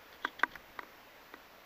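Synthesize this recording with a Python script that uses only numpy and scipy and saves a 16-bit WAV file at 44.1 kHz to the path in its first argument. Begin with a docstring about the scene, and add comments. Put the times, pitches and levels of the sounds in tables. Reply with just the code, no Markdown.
"""The camera's mount or housing gives a few dry, hollow knocks close to the microphone.
Among them come a lighter clack and creaks: short runs of slips that rub and ring small bright modes.
Behind them lies the steady hiss of light wind on an open hillside.
A weak gust rumbles as a rope swing goes by."""
import sys
import numpy as np
from scipy import signal
from scipy.fft import rfft, irfft
from scipy.io import wavfile
from scipy.ndimage import uniform_filter1d

SR = 44100
rng = np.random.default_rng(int(sys.argv[2]) if len(sys.argv) > 2 else 0)


def materialize(psi):
    """Save the field psi as 16-bit PCM at rate SR to the path in sys.argv[1].

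    A 1-D psi becomes a single channel; in a 2-D psi each row is a channel.
    """
    bounded = np.clip(np.atleast_2d(psi).T, -1, 1)
    quanta = np.round(bounded * 32767).astype(np.int16)
    wavfile.write(sys.argv[1], SR, quanta)


N = 72765


def amp(db):
    """Decibels to gain."""
    return 10 ** (np.asarray(db) / 20)


def evened(x):
    """Scales to rms 1."""
    return x / np.sqrt(np.mean(x ** 2) + 1e-20)


def read(points, hz):
    """Reads a spectrum on a log-frequency axis."""
    f, value = np.transpose(points)
    return np.interp(np.log(hz + 1), np.log(f + 1), value)


def add(mix, s, sound):
    """Mixes a sound in at s seconds."""
    part = mix[round(s * SR):][:len(sound)]
    part += sound[:len(part)]


def pulse(points, size=2048):
    """A causal click with the given spectrum and a peak of 1."""
    log_gain = np.log(amp(read(points, abs(np.fft.fftfreq(size, 1 / SR)))))
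    click = np.fft.ifft(np.exp(np.conj(signal.hilbert(log_gain)))).real[:size // 2]
    return click / abs(click).max()


def knock(register_db, tick_db, tilt_db_per_octave):
    """The camera's mount or housing knocks: a gritty tick, then a hollow ring that dies fast."""
    # Modes of the knocking part. Each row: pitch in Hz, level in dB, t60 in seconds, polarity.
    body_modes = [(262.7, -31.5, 0.15, 1), (317, -33, 0.17, -1), (375.6, -13, 0.02, -1),
                  (627, -28, 0.028, -1), (820, 9.5, 0.0029, 1), (966, -17.5, 0.061, 1),
                  (1172, 0, 0.016, -1), (1280, -23.5, 0.038, 1), (1555, 3.5, .016, -1),
                  (1925, 16, 0.00834, -1), (1931, 14, 0.011, 1), (2130, -14, 0.0095, 1)]
    # Where the low, middle, upper and top register gains apply, in Hz.
    register_hz = [407, 1050, 1550, 1800]
    # Colour of the contact tick. Each row: frequency in Hz, relative level in dB.
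    tick_colour = [(100, -21), (300, -1.5), (1500, 6), (2200, 11), (2800, -9.5), (3300, 0.5), (3950, -1.5),
                   (4300, -5), (4750, -9.5), (5500, -13), (7000, -15.5), (8300, -29), (9100, -43),
                   (10200, -15.5), (10800, -23.5), (11600, -12), (12400, -24.5), (14000, -18), (15400, -22)]
    bloom_s, bass_cut_hz = 0.002, 145
    grit_t60, tilt_above_hz = 0.016, 3000
    t = np.arange(SR // 6) / SR
    strike = list(zip(register_hz, register_db))
    ring = np.zeros(len(t))
    for hz, db, t60, polarity in body_modes:
        ring += polarity * amp(db + read(strike, hz) - 60 * t / t60) * np.sin(2 * np.pi * hz * t)
    ring *= 1 - np.exp(-t / bloom_s)
    # The small part radiates little bass.
    ring = signal.lfilter(*signal.butter(2, bass_cut_hz, "high", fs=SR), ring)
    grit = 0.36 * rng.standard_normal(len(t)) * amp(-60 * t / grit_t60)
    grit[0] = 1  # the first contact
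    tilted = [(hz, db + tilt_db_per_octave * np.log2(max(hz / tilt_above_hz, 1)))
              for hz, db in tick_colour]
    tick = signal.fftconvolve(grit, pulse(tilted))[:len(t)]
    return ring + amp(tick_db) * tick


def creaks():
    """Runs of uneven stick-slip clicks swell and fade, rubbing dryly and ringing small bright modes."""
    # Each row: peak time, rise and fall of a run in seconds, squeak gain in dB, rub gain in dB.
    runs = [(0.1277, 0.0012, 0.0022, -47, -38.5), (0.139, .002, 0.022, -58.5, -49.5),
            (0.2240, .005, .012, -57.5, -50), (0.25, 0.0052, 0.0082, -35, -47),
            (0.276, .002, 0.014, -44.5, -47), (0.3967, 0.0027, 0.0026, -33, -35.5),
            (0.4060, 0.0023, .010, -50.5, -49), (0.522, 0.0074, 0.0049, -56, -44.5),
            (0.537, 0.0026, 0.0077, -56, -41.5)]
    # Modes of the creaking part. Each row: pitch in Hz, level in dB, t60 in seconds.
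    squeak_modes = [(1970, -10, .010), (2240, -3.5, 0.004), (3174, -8, 0.012), (3352, -5, 0.015),
                    (3540, -11.5, 0.0085), (5700, -18.5, 0.013)]
    # Colour of the dry rubbing. Each row: frequency in Hz, relative level in dB.
    rub_colour = [(80, -6), (300, 7), (1100, 0), (1800, 6.5), (2700, -9), (3400, -2), (4500, -1),
                  (6000, -11.5), (7200, -29), (9100, -41), (11000, -37), (15000, -19)]
    slips_per_s, jitter, spread_db, bloom_s = 1100, 0.5, 2, 0.00019
    t = np.arange(N) / SR
    timing, strength = rng.standard_normal((4000, 2)).T
    slip_at = np.round((np.arange(len(timing)) + jitter * timing) * SR / slips_per_s).astype(int)
    inside = (slip_at >= 0) & (slip_at < N)
    slips = np.bincount(slip_at[inside], amp(spread_db * strength[inside]), N)
    squeaking, rubbing = np.zeros((2, N))
    for peak_s, rise, fall, squeak_db, rub_db in runs:
        run = slips * np.exp(np.minimum((t - peak_s) / rise, (peak_s - t) / fall))
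        squeaking += amp(squeak_db) * run
        rubbing += amp(rub_db) * run
    age = t[:SR // 10]
    ring = sum(amp(db - 60 * age / t60) * np.sin(2 * np.pi * hz * age) for hz, db, t60 in squeak_modes)
    ring *= 1 - np.exp(-age / bloom_s)
    return signal.fftconvolve(squeaking, ring)[:N] + signal.fftconvolve(rubbing, pulse(rub_colour))[:N]


def clack():
    """A lighter contact: a few milliseconds of grit with a fizzy top."""
    # Each row: frequency in Hz, relative level in dB.
    colour = [(80, -12), (250, -1.5), (600, -13), (1100, 3.5), (1550, 10), (2000, 8), (2800, -14.5),
              (4500, -12.5), (7000, -23), (9100, -48), (11500, -27), (13500, -14.5), (15400, -17.5)]
    grit_db, grit_t60 = -44, 0.026
    t = np.arange(SR // 10) / SR
    grit = rng.standard_normal(len(t)) * amp(grit_db - 60 * t / grit_t60)
    return signal.fftconvolve(grit, pulse(colour))


def gust():
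    """Moving air rumbles in one low swell and softly buffets the microphone."""
    # Colour of the rumble. Each row: frequency in Hz, relative level in dB.
    colour = [(20, 2), (50, 3.5), (90, -3), (150, -5), (260, -1.5), (600, -25), (3000, -88)]
    # Buffets of air. Each row: peak time in seconds, half-width in seconds, level in dB.
    puffs = [(0.495, 0.0037, -57), (0.58, 0.013, -54), (0.705, 0.0086, -63)]
    peak_s, half_width_s, swell_db = 0.56, 0.34, -68.5
    t = np.arange(N) / SR
    rumble = irfft(rfft(rng.standard_normal(N)) * amp(read(colour, np.fft.rfftfreq(N, 1 / SR))), N)
    swell = amp(swell_db) * np.exp(-((t - peak_s) / half_width_s) ** 2)
    buffets = sum(amp(db) * np.exp(-((t - s) / half_width) ** 2) for s, half_width, db in puffs)
    return evened(rumble) * (swell + buffets)


def wind():
    """Light wind: a wide hiss with faint drifting patches of colour and a slight, slow swell."""
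    # Colour of the hiss, dipping near 9 kHz. Each row: frequency in Hz, relative level in dB.
    colour = [(15, -35), (25, -9), (66, -5), (116, -16), (288, -5), (388, -6.5), (521, -3), (993, -4.5),
              (1080, -3.5), (1170, -5.5), (1890, -6), (2280, -9), (5700, -20), (7660, -28.5), (9000, -39.5),
              (11200, -26), (15400, -17)]
    level_db, patch_db, swell_db = -56, 0.76, -0.2
    frames, hz = N // 256 + 5, np.fft.rfftfreq(1024, 1 / SR)
    real, imag, patches = rng.standard_normal((3, frames, len(hz)))
    patches = uniform_filter1d(patches, size=12, axis=0)  # smooth in time
    patches = evened(uniform_filter1d(patches, size=12, axis=1))  # and in frequency
    swell = evened(uniform_filter1d(rng.standard_normal(frames), size=50))[:, None]
    spectra = (real + 1j * imag) * amp(read(colour, hz) + patch_db * patches + swell_db * swell)
    hiss = signal.istft(spectra.T, nperseg=1024, noverlap=768)[1][:N]
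    return amp(level_db) * evened(hiss)


def scene():
    """Knocks, creaks and a clack over the wind, dry in the open air."""
    # Each row: start in seconds, gains of the low, middle, upper and top registers in dB,
    # tick gain in dB, treble tilt of the tick in dB per octave.
    knocks = [(0.2483, -13.5, -15.5, -14.5, -15.5, -37, -1.4), (0.4334, -11.5, -8.5, -7, -5.6, -26.5, 1),
              (0.7899, -25, -21, -26.5, -19, -36, -2.3), (0.8317, -26, -33.5, -41, -40.5, -46.5, 0.79),
              (1.3390, -22.5, -34, -34, -27.7, -43, -2)]
    mix = wind() + gust() + creaks()
    for start_s, *register_db, tick_db, tilt in knocks:
        add(mix, start_s, knock(register_db, tick_db, tilt))
    add(mix, s=0.5546, sound=clack())
    return mix[None]


def record(dry):
    """The microphone's narrow treble dip, then a steep cut of the very top."""
    dip_hz, top_hz = 9150, 15380
    heard = signal.lfilter(*signal.iirnotch(dip_hz, Q=16, fs=SR), dry)
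    lowpass = signal.firwin(801, top_hz, window=("kaiser", 8), fs=SR)
    return signal.oaconvolve(heard, lowpass[None], "same")


dry = scene()
out = record(dry)
materialize(out)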